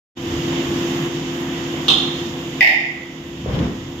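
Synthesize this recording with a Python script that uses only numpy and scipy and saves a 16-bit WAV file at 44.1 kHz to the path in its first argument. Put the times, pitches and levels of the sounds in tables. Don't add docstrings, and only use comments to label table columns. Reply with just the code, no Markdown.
import sys
import numpy as np
from scipy import signal
from scipy.fft import rfft, irfft
from scipy.io import wavfile
from scipy.ndimage import uniform_filter1d, minimum_filter1d

SR = 44100
rng = np.random.default_rng(int(sys.argv[2]) if len(sys.argv) > 2 else 0)


def output_pcm(signal):
    pcm = np.clip(np.atleast_2d(signal).T, -1, 1) * 32767
    wavfile.write(sys.argv[1], SR, np.round(pcm).astype(np.int16))


N = 176400
T = np.arange(N) / SR
HZ = np.maximum(np.arange(N // 2 + 1) * SR / N, 1)


def undb(db):
    return 10 ** (np.asarray(db) / 20)


def unit(x):
    return x / np.sqrt(np.mean(x ** 2))


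def curve(points, hz=HZ):
    point_hz, values = np.array(points).T
    return np.interp(np.log(hz), np.log(point_hz), values)


def over_time(points):
    return np.interp(T, *np.array(points).T)


def pan(db):
    return undb(np.array([[1], [-1]]) * db / 2)


def walk(rate):
    hold = int(SR / rate)
    steps = np.repeat(rng.standard_normal(N // hold + 1), hold)
    smooth = uniform_filter1d(uniform_filter1d(steps, hold), hold)
    return unit(smooth[:N])


def octaves(count=10):
    centres = SR / 2 ** np.arange(count, 0, -1)
    return [(c, np.interp(np.log(HZ), np.log(centres), row)) for c, row in zip(centres, np.eye(count))]


# pitch_hz, correlation (no unit)
PORT_LIKENESS = [(100, 1), (350, 0.92), (700, 0.41), (1200, 0), (15000, 0)]


def diffuse():
    mid, side = rfft(rng.standard_normal((2, N)))
    alike = np.clip(curve(PORT_LIKENESS), -1, 1)
    shared = mid * np.sqrt((1 + alike) / 2)
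    opposed = side * np.sqrt((1 - alike) / 2)
    return shared + np.array([[1], [-1]]) * opposed


# pitch_hz, t60_s
HALL_DECAY = [(100, 0.55), (700, 0.98), (2000, 0.52), (3500, 0.99), (7000, 0.49), (14000, 0.28)]
NEAR_ECHO_DB, NEAR_ECHO_S = -0.5, 0.0031
ECHO_LUMP_DB, ECHO_LUMPS_PER_S = 0.5, 260


def hall():
    noise = diffuse()
    tail = 0
    for hz, band in octaves():
        tail = tail + irfft(noise * band, N) * np.exp(-np.log(1000) * T / curve(HALL_DECAY, hz))
    lumps = undb(ECHO_LUMP_DB * walk(ECHO_LUMPS_PER_S))
    near_panels = undb(NEAR_ECHO_DB) * np.exp(-T / NEAR_ECHO_S)
    return rfft(tail * (lumps + near_panels))


CRACK_HZ = 4300


def ring(modes, crack=0):
    power = 0
    for f, width, db in modes:
        detune = f / width * (HZ / f - f / HZ)
        power = power + undb(db) ** 2 / (1 + detune ** 2) ** 3
    power = power + crack ** 2 / (1 + (HZ / CRACK_HZ) ** 4) * HZ / (HZ + CRACK_HZ / 10)
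    cepstrum = irfft(np.log(power + 1e-12) / 2, N)
    cepstrum[1:N // 2] *= 2
    cepstrum[N // 2 + 1:] = 0
    return np.exp(rfft(cepstrum)) / np.sqrt(np.mean(power))


DIRECT_DB, DIRECT_PAN_DB = -9.5, 1.5
DIRECT_TOP_HZ = 9000
PORT_LAG_S = .0001
BLOW_S = .05


def strike(body, start, db, pan_db=0, direct_db=0):
    echo = unit(irfft(body * hall(), N)) / np.sqrt(N)
    lag = np.exp(-2j * np.pi * HZ * np.array([[0], [PORT_LAG_S]]))
    direct = irfft(body * lag / (1 + 1j * HZ / DIRECT_TOP_HZ), N)
    sound = echo * pan(pan_db) + undb(DIRECT_DB + direct_db) * pan(DIRECT_PAN_DB) * direct
    placed = np.pad(sound, ((0, 0), (int(start * SR), 0)))[:, :N]
    return undb(db) * np.sqrt(BLOW_S * SR) * placed


# pitch_hz, left_minus_right_db
MACHINE_BALANCE = [(200, 0.5), (700, -0.5), (1300, -2.5), (2400, -4.5), (4400, -9), (15000, -4.5)]
HUM_WAVER_DB, HUM_ROUGH_PER_S = 0.64, 30


def tones(lines, drift, rough_db=0):
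    out = 0
    for hz, db in lines:
        wandering_hz = hz * (1 + drift * walk(5.03))
        phase = 2 * np.pi * np.cumsum(wandering_hz) / SR + rng.uniform(0, 2 * np.pi)
        waver_db = HUM_WAVER_DB * walk(5.8) + rough_db * walk(HUM_ROUGH_PER_S)
        tone = np.sqrt(2) * undb(db + waver_db) * np.sin(phase)
        out = out + tone * pan(curve(MACHINE_BALANCE, hz))
    return out


# pitch_hz, level_db (per Hz)
ROAR_COLOUR = [(25, -28), (45, -12), (75, -5.5), (105, -2.5), (150, -1), (200, -1), (330, -1), (400, -8.5),
               (520, -8), (600, -15), (1000, -11), (1450, -17), (1950, -13.5), (2400, -16.5), (3000, -11.5),
               (3600, -15), (4100, -26), (5200, -24), (6900, -24), (7600, -33), (9000, -45.5),
               (11000, -45.5), (13000, -32.5), (14600, -39)]
# time_s, change_db
BASS_CHANGE = [(.2, 1), (.37, 6), (.6, -3), (.85, -4), (1.5, -3.5), (2.5, -4), (3.18, -7), (3.9, 7.5)]
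BASS_HZ = 125
FLICKER_DB = 0.99


def roar_and_hiss():
    noise = diffuse() * undb(curve(ROAR_COLOUR)) * pan(curve(MACHINE_BALANCE))
    roar = unit(sum(irfft(noise * band, N) * undb(FLICKER_DB * walk(16)) for hz, band in octaves()))
    bass = irfft(rfft(roar) / (1 + (HZ / BASS_HZ) ** 8), N)
    return roar + bass * (undb(over_time(BASS_CHANGE)) - 1)


# pitch_hz, level_db (rms)
HUM_TONES = [(78.5, -47), (140, -38.5), (156, -36.5), (233, -48), (263.9, -31), (300.3, -39.5), (311, -46),
             (314.5, -47), (329, -44), (343.2, -28.5), (500.6, -45), (686, -49.5), (736, -51.5)]
# pitch_hz, level_db (rms)
WHINE_TONES = [(6868, -52), (7131, -63)]
# time_s, level_db
MACHINE_LOUDNESS = [(.152, -44.5), (.172, -7), (.29, 0), (.6, 2), (1.065, 1.4), (1.1, -1.5), (1.8, -1),
                    (2.5, -3.5), (3.1, -4), (4, -3.5)]
ROAR_DB, HUM_ROUGH_DB = -26.5, 1.4
HUM_DRIFT, WHINE_DRIFT = 0.002026, 0.000281


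def machine():
    hum = tones(HUM_TONES, HUM_DRIFT, HUM_ROUGH_DB)
    whine = tones(WHINE_TONES, WHINE_DRIFT)
    running = undb(ROAR_DB) * roar_and_hiss() + hum + whine
    return running * undb(over_time(MACHINE_LOUDNESS)) * (T > MACHINE_LOUDNESS[0][0])


SCUFF_START_S, SCUFF_END_S, SCUFF_ATTACK_S, SCUFF_RELEASE_S = 3.435, 3.64, 0.052, 0.08
# pitch_hz, level_db (per Hz)
RUMBLE_COLOUR = [(25, -26), (45, -6), (75, 2.5), (110, -3), (190, 1.5), (300, -8.5), (600, -25.5),
                 (2000, -57)]
RUMBLE_PEAK_DB, RUMBLE_RISE_DB_PER_S, RUMBLE_FALL_DB_PER_S = -21, 41, 138


def rumble():
    rise_db = RUMBLE_RISE_DB_PER_S * np.maximum(SCUFF_END_S - T, 0)
    fall_db = RUMBLE_FALL_DB_PER_S * np.maximum(T - SCUFF_END_S, 0)
    noise = unit(irfft(diffuse() * undb(curve(RUMBLE_COLOUR)), N))
    return undb(RUMBLE_PEAK_DB - rise_db - fall_db) * noise


# pitch_hz, level_db (per Hz)
SCUFF_COLOUR = [(25, -26), (45, 1), (85, -4), (200, 4), (320, -13), (480, -3), (650, -12.5), (1100, -12),
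                (1500, -18.5), (2100, -18.5), (3300, -23.5), (4300, -34), (5500, -29), (8000, -56),
                (14000, -51)]
SCUFF_START_DB, SCUFF_SWELL_DB_PER_S = -23, 20


def scuff():
    fade_in = np.clip((T - SCUFF_START_S) / SCUFF_ATTACK_S, 0, 1)
    fade_out = np.exp(-np.maximum(T - SCUFF_END_S, 0) / SCUFF_RELEASE_S)
    effort_db = SCUFF_START_DB + SCUFF_SWELL_DB_PER_S * (np.minimum(T, SCUFF_END_S) - SCUFF_START_S)
    noise = unit(irfft(diffuse() * undb(curve(SCUFF_COLOUR)), N))
    return undb(effort_db) * fade_in * fade_out * noise


# middle_s, length_s, level_db
RASPS = [(3.548, 0.043, -31.5), (3.592, .02, -34)]
# pitch_hz, level_db (per Hz)
RASP_COLOUR = [(500, -20), (2300, -12), (3100, 6), (4300, -7), (5500, -10), (8000, -29), (14000, -30)]
GRIT_DB, GRIT_PER_S = 3, 370


def scrapes():
    noise = irfft(diffuse() * undb(curve(RASP_COLOUR)), N)
    grit = unit(noise * undb(GRIT_DB * walk(GRIT_PER_S)))
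    return grit * sum(undb(db) * np.exp(-((T - middle) / (length / 2)) ** 2) for middle, length, db in RASPS)


# start_s, level_db (of the echo), pitch_hz
BUMPS = [(3.438, -25.5, 100), (3.46, -23.5, 430), (3.484, -22, 75), (3.536, -19.5, 150), (3.583, -18, 268),
         (3.596, -26, 72), (3.606, -17, 195)]
BUMP_WIDTH = 0.83
BUMP_DIRECT_DB = 3


def bumps():
    return sum(strike(ring([(hz, hz * BUMP_WIDTH, 0)]), start, db, direct_db=BUMP_DIRECT_DB)
               for start, db, hz in BUMPS)


def heavy_shift():
    return rumble() + scuff() + scrapes() + bumps()


# pitch_hz, level_db (per Hz)
SNAP_COLOUR = [(1500, -26), (3500, 11), (5000, 6), (6300, -4.5), (8000, -18), (9300, -32), (12500, -26),
               (15000, -24)]
SNAP_DECAY_S = 0.0067


def snap(start, db):
    age = np.maximum(T - start, 0)
    crackle = unit(irfft(rfft(rng.standard_normal(N)) * undb(curve(SNAP_COLOUR)), N))
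    return undb(db) * crackle * np.exp(-age / SNAP_DECAY_S) * (age > 0) * pan(DIRECT_PAN_DB)


REBOUND_DIRECT_DB = -5


def knock(modes, rings, contacts, level_db, crack_db, pan_db):
    body = ring(modes, undb(crack_db))
    sound = 0
    for k, (start, db, snap_db) in enumerate(contacts):
        direct_db = REBOUND_DIRECT_DB if k > 0 else 0
        sound = sound + strike(body, start, level_db + db, pan_db, direct_db) + snap(start, snap_db)
    age = np.maximum(T - contacts[0][0], 0)
    ringing = 0
    for hz, db, t60 in rings:
        decay = np.exp(-np.log(1000) * age / t60)
        wave = np.sin(2 * np.pi * hz * age + rng.uniform(0, np.pi, (2, 1)))
        ringing = ringing + undb(level_db + db) * decay * wave
    return sound + ringing * (age > 0) * pan(pan_db)


# pitch_hz, width_hz, level_db
BRIGHT_MODES = [(470, 210, -14.5), (770, 220, -13.5), (1170, 480, -10.5), (2840, 720, -8.5),
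                (3103, 100, -2), (3290, 150, -1.5), (3510, 340, 1), (3720, 340, -2), (4160, 190, -4),
                (4980, 780, -17.5), (5970, 1100, -23.5), (6960, 670, -24), (7980, 570, -27),
                (12240, 3700, -38.5)]
# pitch_hz, level_db (relative to the knock), t60_s
BRIGHT_RINGS = [(2842, -12, .35), (3150, -7, .7), (3410, -21, 0.38), (3425, -22, 0.62), (3467, -7.5, 0.68),
                (3600, -14, 0.96), (3690, -15, 0.84), (3693, -20, .9), (4221, -24, .4)]
# start_s, level_db (relative to the knock), snap_level_db
BRIGHT_CONTACTS = [(1.8824, -0.4, -15), (1.9015, -4, -29)]


def bright_clink():
    return knock(BRIGHT_MODES, BRIGHT_RINGS, BRIGHT_CONTACTS, level_db=-11.5, crack_db=-35, pan_db=-5)


# pitch_hz, width_hz, level_db
LOW_MODES = [(638, 150, -20.5), (775, 277, -16), (1860, 220, -6), (1977, 214, 2), (2130, 200, -1),
             (2217, 140, -4), (2387, 180, -5), (2550, 140, -7), (2760, 310, -12), (3080, 430, -18),
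             (3590, 450, -19.5), (4510, 710, -27), (5080, 940, -24), (6680, 1400, -37),
             (12950, 4100, -39.5)]
# pitch_hz, level_db (relative to the knock), t60_s
LOW_RINGS = [(1866, -19, 0.7), (1970, -19.5, 1.56), (1974, -12, 1.1), (2020, -26, 0.89), (2158, -24, 0.83),
             (2550, -24, 0.63), (2565, -18, 0.51)]
# start_s, level_db (relative to the knock), snap_level_db
LOW_CONTACTS = [(2.6082, -0.5, -34), (2.626, -1.5, -31), (2.645, -6.5, -36), (2.672, -4, -21),
                (2.69, -6, -30), (2.731, -13.5, -36)]


def low_clank():
    return knock(LOW_MODES, LOW_RINGS, LOW_CONTACTS, level_db=-3.5, crack_db=-46, pan_db=-4)


def scene():
    return machine() + heavy_shift() + bright_clink() + low_clank()


CEILING_DB, SENSE_S, REACT_S, RECOVER_DB_PER_S = -8.8, 0.023, 0.0104, 2.5
PEAK_LIMIT, LIMIT_S = 0.97, 0.0018
TOP_HZ = 15000


def record(dry):
    power = uniform_filter1d(np.mean(dry ** 2, axis=0), max(int(SENSE_S * SR), 1))
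    sensed = np.interp(T - REACT_S, T, power)
    over_db = np.maximum(10 * np.log10(np.maximum(sensed, 1e-12)) - CEILING_DB, 0)
    duck_db = np.maximum.accumulate(over_db + RECOVER_DB_PER_S * T) - RECOVER_DB_PER_S * T
    ducked = dry * undb(-duck_db)
    span = max(int(LIMIT_S * SR), 1)
    safe_gain = PEAK_LIMIT / np.maximum(np.abs(ducked).max(axis=0), PEAK_LIMIT)
    limited = ducked * uniform_filter1d(minimum_filter1d(safe_gain, span), span)
    top_cut = signal.ellip(8, .2, 70, TOP_HZ, fs=SR, output="sos")
    return signal.sosfilt(top_cut, limited)


dry = scene()
out = record(dry)
output_pcm(out)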